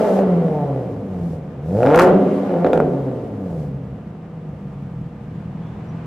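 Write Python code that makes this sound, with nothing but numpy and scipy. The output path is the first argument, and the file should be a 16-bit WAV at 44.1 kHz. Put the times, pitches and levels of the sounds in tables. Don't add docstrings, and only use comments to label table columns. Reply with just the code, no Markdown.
import sys
import numpy as np
from scipy import signal
from scipy.fft import rfft, irfft, next_fast_len
from scipy.io import wavfile
from scipy.ndimage import uniform_filter1d, minimum_filter1d, map_coordinates

SR = 44100
rng = np.random.default_rng(int(sys.argv[2]) if len(sys.argv) > 2 else 0)


def transcribe(u):
    v = np.clip(np.atleast_2d(u).T, -1, 1)
    q = np.round(v * 32767).astype(np.int16)
    wavfile.write(sys.argv[1], SR, q)


N = 267246

# f/Hz, t60/s
GARAGE_DECAY = [(100, 2.2), (300, 2.36), (600, 0.61), (1500, 0.49), (4000, 0.2), (12000, 0.26)]
# f/Hz, width/Hz, resonance against dry/dB
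GARAGE_MODES = [(65.5, 3.1, -7), (196.7, 3.6, -2.5)]
# f/Hz, side against mid/dB
STEREO_WIDTH = [(30, -22), (80, -59.5), (170, -26.5), (350, -15.5), (700, -10), (1400, -7), (2800, -5.5),
                (5500, -2.5), (12000, -0.5)]

# f/Hz, level/dB
WHIR_COLOUR = [(25, -21.5), (70, -7.5), (167, 1.5), (326, -12.5), (488, -16.5), (730, -17.5), (1210, -25.5),
               (1600, -30), (2850, -38), (4150, -48.5), (8000, -58.5), (15000, -83)]
# t/s, level/dB
WHIR_LEVEL = [(0, -35.5), (4.3, -37), (5, -36.5), (5.5, -34.5), (6.06, -31.5)]
# f/Hz, level/dB
ACCESSORY_WHINES = [(476, -48.5), (1205, -62)]
# f/Hz, level/dB
AIR_COLOUR = [(1500, 14), (4000, 17), (5500, 16.5), (8000, 12.5), (12000, 10), (14500, 6.5), (16000, -30.5)]
# t/s, half-length/s, f/Hz, level/dB
BRAKE_SQUEAKS = [(5.669, 0.081, 3435, -61), (5.896, 0.018, 5830, -61)]

# t/s, f/Hz
FIRING_RATE = [(0.0, 225), (0.12, 187.6), (0.2, 196), (0.36, 173), (0.5, 155), (0.62, 145), (0.81, 124.6),
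               (1.01, 102.5), (1.3, 80.8), (1.59, 67), (1.69, 83), (1.88, 140.6), (2.0, 176), (2.09, 194),
               (2.2, 200.5), (2.3, 205.5), (2.46, 197), (2.55, 170), (2.65, 176), (2.85, 148),
               (3.03, 133.6), (3.31, 107.6), (3.63, 73.1), (4.1, 52.2), (4.27, 55), (4.55, 48.8),
               (4.76, 46.6), (5.0, 40.6), (6.06, 41)]
CYLINDER_ACCENTS = [3, -2, 1.5, -3, 3.5, -1]
# opens/s, shuts/s, load/0-1, bark lift/dB, snarl lift/dB, hiss level/dB
THROTTLE_MOVES = [(-.3, 0.164, 0.08, 6, 1.5, -51.5), (0.42, 0.695, 0, 1, 8.5, -85),
                  (1.08, 1.329, 0, 5, 3, -62.5), (1.61, 2.035, 0.81, 14, 6.5, -53.5),
                  (2.461, 2.538, 0.07, 6.5, 6.5, -77), (3.376, 3.631, 0, 4.5, 4, -64),
                  (4.409, 6.199, 0.09, 0, 0, -79)]
# f/Hz, width/Hz, resonance against dry/dB
PIPE_MODES = [(275, 17, 3.5), (369.6, 6.2, -12), (506, 5.3, -2.5), (646.7, 7, -6.5), (723, 19, 0.5),
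              (879.6, 24, 0.5), (1410, 14, 2)]

# t/s, thump/dB, crack/dB, hiss/dB
CRACK_HITS = [(0.19, -4, -23.5, -52), (1.831, -0.5, -21.5, -45), (1.862, -10, -14, -46),
              (1.871, 5, -12, -47), (1.946, -3, -6, -30), (1.959, -2.5, -23.5, -27), (1.976, -5, -9, -33),
              (1.989, -32.5, 0.5, -19.5), (1.995, -2, -1, -23.5), (2.0, -14, -1.5, -35),
              (2.008, -16, -2, -39.5), (2.019, -9, -6.5, -19), (2.646, 5.5, -13, -56.5),
              (2.665, -4, -24.5, -52), (2.67, 0, -28, -46.5), (2.732, 6.5, -7.5, -33),
              (2.758, -8.5, -32.5, -55), (2.776, 0, -25, -44.5), (2.802, 1, -18.5, -47)]
# f/Hz, level/dB
CRACK_COLOUR = [(200, -43), (1000, 19.5), (2500, 5), (4500, -17), (8000, -28), (15000, -49)]
# f/Hz, level/dB
WHUMP_COLOUR = [(28, -40), (48, 0), (85, 5.5), (200, -34.5), (600, -74)]

# f/Hz, level/dB
BOOM_COLOUR = [(25, -50.5), (42, -3.5), (65, -0.5), (95, -6.5), (127, 5), (172, 2), (205, -3.5),
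               (250, -12.5), (330, -17), (500, -67.5)]
# t/s, level/dB
BOOM_FADER = [(0.0, -17.5), (0.05, -30), (0.13, -16.5), (0.22, -20.5), (0.35, -11.5), (0.47, -26),
              (0.75, -25), (0.86, -28.5), (1.04, -30), (1.25, -20.5), (1.36, -31.5), (1.52, -39.5),
              (1.62, -30), (1.74, -16.5), (1.9, -23.5), (2.06, -18), (2.18, -18), (2.28, -22), (2.43, -33),
              (2.63, -16), (2.72, -31.5), (2.95, -25.5), (3.24, -31.5), (3.5, -24.5), (3.74, -27),
              (3.93, -34.5), (4.34, -37), (4.52, -30.5), (5.2, -31.5), (6.06, -34)]
# firing rate/Hz, share of the low note's power/0-1
LUMPINESS = [(42, .75), (60, .55), (90, .25), (200, .02)]
# f/Hz, level/dB
SNARL_COLOUR = [(200, -18), (280, -10), (360, -4), (450, 3.5), (520, 2.5), (620, 2.5), (730, -1),
                (870, -12.5), (1200, -28.5)]
# f/Hz, level/dB
BARK_COLOUR = [(40, -64), (100, -27.5), (170, -5.5), (280, -6.5), (330, -9.5), (400, -2.5), (520, 1.5),
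               (620, -3.5), (760, -6.5), (900, -17.5), (1100, -30.5), (1400, -26), (2500, -40.5),
               (5000, -56), (15000, -110)]
# f/Hz, level/dB
RASP_COLOUR = [(200, -55.5), (600, -15), (1000, 9.5), (1400, -7), (2000, -7.5), (2800, -12), (4000, -19),
               (7000, -36.5), (15000, -79)]
# f/Hz, level/dB
SNAP_COLOUR = [(100, -79.5), (380, -30), (560, 10), (760, 19), (1000, 7.5), (1400, 6.5), (2800, -10.5),
               (4500, -25.5), (8000, -33.5), (15000, -73)]

OPEN_S, CLOSE_S = 0.086, 0.11
BARK_OPEN_S, SNARL_FADE_S = 0.16, 0.05
STEEPEN_LAG_S, STEEPEN_S = 0.1, 0.2
CUT_START_S, CUT_END_S, CUT_DB = 2.2, 2.43, 5.5


def amp(db):
    return 10 ** (np.asarray(db) / 20)


def unit(x):
    return x / np.sqrt(np.mean(x ** 2) + 1e-20)


def along(points, hz):
    f, v = np.transpose(points)
    return np.interp(np.log(hz + 1), np.log(f + 1), v)


def automation(points):
    return np.interp(np.arange(N) / SR, *np.transpose(points))


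def wobble(rate):
    knots = rng.standard_normal(int(N * rate / SR) + 4)
    return map_coordinates(knots, [np.arange(N) * rate / SR])


def gate(start, end, attack_s, release_s):
    t = np.arange(N) / SR
    return np.clip((t - start) / attack_s, 0, 1) * np.clip(1 - (t - end) / release_s, 0, 1)


def by_speed(rate, db_at_100_hz, db_per_octave):
    return db_at_100_hz + db_per_octave * np.log2(rate / 100)


def filtered(x, response):
    n = x.shape[-1]
    size = next_fast_len(n + SR // 2)
    return irfft(rfft(x, size) * response(np.fft.rfftfreq(size, 1 / SR)), size)[..., :n]


def ring(x, colour, size=8192):
    cepstrum = irfft(np.log(amp(along(colour, np.fft.rfftfreq(size, 1 / SR)))))
    cepstrum[1:size // 2] *= 2
    cepstrum[size // 2 + 1:] = 0
    return signal.fftconvolve(x, irfft(np.exp(rfft(cepstrum))))[:N]


def diffuse(pair, wide_db):
    side = filtered(pair[1], lambda hz: amp(along(STEREO_WIDTH, hz) + wide_db))
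    return np.array([pair[0] + side, pair[0] - side])


def rush(colour, wide_db):
    noise = filtered(rng.standard_normal((2, N)), lambda hz: amp(along(colour, hz)))
    return unit(diffuse(noise, wide_db))


def garage(x, wet_db, build_s=0.0037):
    hz, t, spectra = signal.stft(rng.standard_normal((2, 2 * SR)), SR, nperseg=256)
    decay = amp(-60 * t / along(GARAGE_DECAY, hz)[:, None])
    tail = signal.istft(spectra * decay, SR, nperseg=256)[1]
    tail *= 1 - np.exp(-np.arange(tail.shape[1]) / SR / build_s)
    midrange_gain = np.sqrt(np.mean(np.abs(rfft(tail[0])[400:2000]) ** 2))
    tail = diffuse(tail / midrange_gain, wide_db=-1)
    preroll = SR // 10
    running = np.pad(np.atleast_2d(x), ((0, 0), (preroll, 0)), mode="reflect")
    reverb = signal.fftconvolve(running, tail, axes=1)[:, preroll:preroll + N]
    return (x + amp(wet_db) * reverb) / np.hypot(1, amp(wet_db))


def standing_waves(x, modes):
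    def response(f):
        return 1 + sum(amp(db) * 1j * f * width / (hz * hz - f * f + 1j * f * width)
                       for hz, width, db in modes)
    return filtered(x, response)


def engine_bay(rate):
    t = np.arange(N) / SR
    flow = amp(by_speed(rate, db_at_100_hz=-66, db_per_octave=8.7))
    for opens, shuts, *_, hiss_db in THROTTLE_MOVES:
        flow += amp(hiss_db) * gate(opens, shuts, attack_s=0.22, release_s=0.08)
    air = flow * amp(0.62 * wobble(33)) * rush(AIR_COLOUR, wide_db=1.5)
    whine = sum(amp(db + 2 * wobble(5.9)) * np.sin(2 * np.pi * hz * t + wobble(9.6))
                for hz, db in ACCESSORY_WHINES)
    whir = amp(automation(WHIR_LEVEL) + 0.42 * wobble(25)) * rush(WHIR_COLOUR, wide_db=1)
    return air + whine + whir


def brakes():
    t = np.arange(N) / SR
    squeaks = np.zeros(N)
    for peak_s, half_s, hz, db in BRAKE_SQUEAKS:
        swell = amp(db) * np.exp(-((t - peak_s) / half_s) ** 2)
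        squeaks += swell * np.sin(2 * np.pi * hz * t + 1.89 * wobble(400))
    return garage(squeaks, wet_db=-1)


def exhaust_cracks(crack_s=0.0007, hiss_tail_s=0.018, hiss_tail_db=-15, whump_db=17.5):
    blows, cracks, hisses = np.zeros((3, N))
    for start_s, thump_db, crack_db, hiss_db in CRACK_HITS:
        at = round(start_s * SR)
        blows[at], cracks[at], hisses[at] = amp([thump_db, crack_db, hiss_db])
    t = np.arange(SR // 8) / SR
    burst = t / crack_s * np.exp(1 - t / crack_s)
    hiss_tail = amp(hiss_tail_db) * np.exp(-t / hiss_tail_s)
    crack = signal.fftconvolve(cracks, burst)[:N] * rush(CRACK_COLOUR, wide_db=-11)
    hiss = signal.fftconvolve(hisses, burst + hiss_tail)[:N] * rush(AIR_COLOUR, wide_db=-0.5)
    thump = -ring(blows, BARK_COLOUR) / np.abs(ring(np.ones(1), BARK_COLOUR)).max()
    whump = amp(whump_db) * ring(blows, WHUMP_COLOUR)
    return garage(thump + whump, wet_db=-3) + garage(crack + hiss, wet_db=-8)


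def effort(rate):
    load = np.zeros(N)
    bark_db = by_speed(rate, db_at_100_hz=-35.5, db_per_octave=13.75)
    snarl_offset_db = -8.5
    for opens, shuts, share, bark_lift_db, snarl_lift_db, _ in THROTTLE_MOVES:
        load += share * gate(opens + STEEPEN_LAG_S, shuts, STEEPEN_S, CLOSE_S)
        bark_db += bark_lift_db * gate(opens, shuts, BARK_OPEN_S, CLOSE_S)
        snarl_offset_db += snarl_lift_db * gate(opens, shuts, OPEN_S, SNARL_FADE_S)
    bark_db -= CUT_DB * gate(CUT_START_S, CUT_END_S, OPEN_S, CLOSE_S)
    load = np.clip(load, 0, 1)
    rasp_db = by_speed(rate, db_at_100_hz=-50.5, db_per_octave=16.9) + 20.5 * load
    return load, bark_db, bark_db + snarl_offset_db, rasp_db


def firings(rate, cycles, uneven, scatter_db, jitter):
    number = np.arange(1, int(cycles[-1]))
    timing, strength = rng.standard_normal((len(number), 2)).T
    position = np.interp(number + jitter * timing, cycles, np.arange(N))
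    at, late = position.astype(int), position % 1
    size_db = uneven * np.take(CYLINDER_ACCENTS, number, mode="wrap") + scatter_db * strength
    size = amp(size_db) / np.sqrt(rate[at])
    pulses = np.bincount(at, size * (1 - late), N + 1) + np.bincount(at + 1, size * late, N + 1)
    return pulses[:N]


def boom(rate, cycles, top_order=6):
    level = amp(automation(BOOM_FADER))
    orders = np.arange(1, top_order + 1)[:, None]
    flutter_db = 0.65 * np.array([wobble(8.6) for _ in orders])
    gains = amp(along(BOOM_COLOUR, orders * rate) + flutter_db)
    gains /= np.linalg.norm(gains, axis=0)
    tone = unit(np.sum(gains * np.sin(2 * np.pi * orders * cycles), axis=0))
    pulses = firings(rate, cycles, uneven=1.4, scatter_db=2.5, jitter=0.04)
    throb = unit(ring(pulses, BOOM_COLOUR))
    lumpy = np.clip(along(LUMPINESS, rate), 0, 1)
    hum = garage(level * np.sqrt(1 - lumpy) * tone, wet_db=-11)
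    return hum + garage(level * np.sqrt(lumpy) * throb, wet_db=-4)


def snarl(rate, cycles, level_db, top_order=7):
    orders = np.arange(2, top_order + 1)[:, None]
    motion = np.array([(3 * wobble(16), 0.35 * wobble(40)) for _ in orders])
    flutter_db, phase_drift = motion.swapaxes(0, 1)
    gains = amp(along(SNARL_COLOUR, orders * rate) + flutter_db)
    partials = gains * np.cos(2 * np.pi * orders * cycles + phase_drift)
    tone = partials.sum(axis=0) / np.linalg.norm(gains, axis=0)
    return garage(amp(level_db) * unit(tone), wet_db=-4)


def bark(rate, cycles, load, bark_db, rasp_db):
    loose_pulses = firings(rate, cycles, uneven=1, scatter_db=3, jitter=0.025)
    body = amp(bark_db) * unit(ring(loose_pulses, BARK_COLOUR))
    tight_pulses = firings(rate, cycles, uneven=0.4, scatter_db=1.5, jitter=0.02)
    snap = load * unit(ring(tight_pulses, SNAP_COLOUR))
    chuff = unit(np.exp(2 * np.cos(2 * np.pi * cycles)))
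    puffs = np.sqrt(1 - load ** 2) * chuff * rush(RASP_COLOUR, wide_db=-2.5)
    rasp = garage(amp(rasp_db + 6.5) * snap, wet_db=-5) + garage(amp(rasp_db) * puffs, wet_db=13.5)
    return rasp + garage(body, wet_db=2)


def scene():
    rate = automation(FIRING_RATE) * (1 + 0.003945 * wobble(14))
    cycles = np.cumsum(rate) / SR
    load, bark_db, snarl_db, rasp_db = effort(rate)
    cracks = exhaust_cracks()
    exhaust = bark(rate, cycles, load, bark_db, rasp_db) + snarl(rate, cycles, snarl_db)
    pipes = standing_waves(exhaust + cracks, PIPE_MODES)
    low_end = standing_waves(boom(rate, cycles), GARAGE_MODES)
    return low_end + pipes + engine_bay(rate) + brakes()


def record(dry, low_hz=45, top_hz=15800, ceiling=0.76, window_samples=89):
    thinned = filtered(dry, lambda hz: (1j * hz / (low_hz + 1j * hz)) ** 2)
    needed = ceiling / np.maximum(np.abs(thinned).max(axis=0), ceiling)
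    gain = uniform_filter1d(minimum_filter1d(needed, window_samples), window_samples)
    return filtered(thinned * gain, lambda hz: hz < top_hz)


dry = scene()
out = record(dry)
transcribe(out)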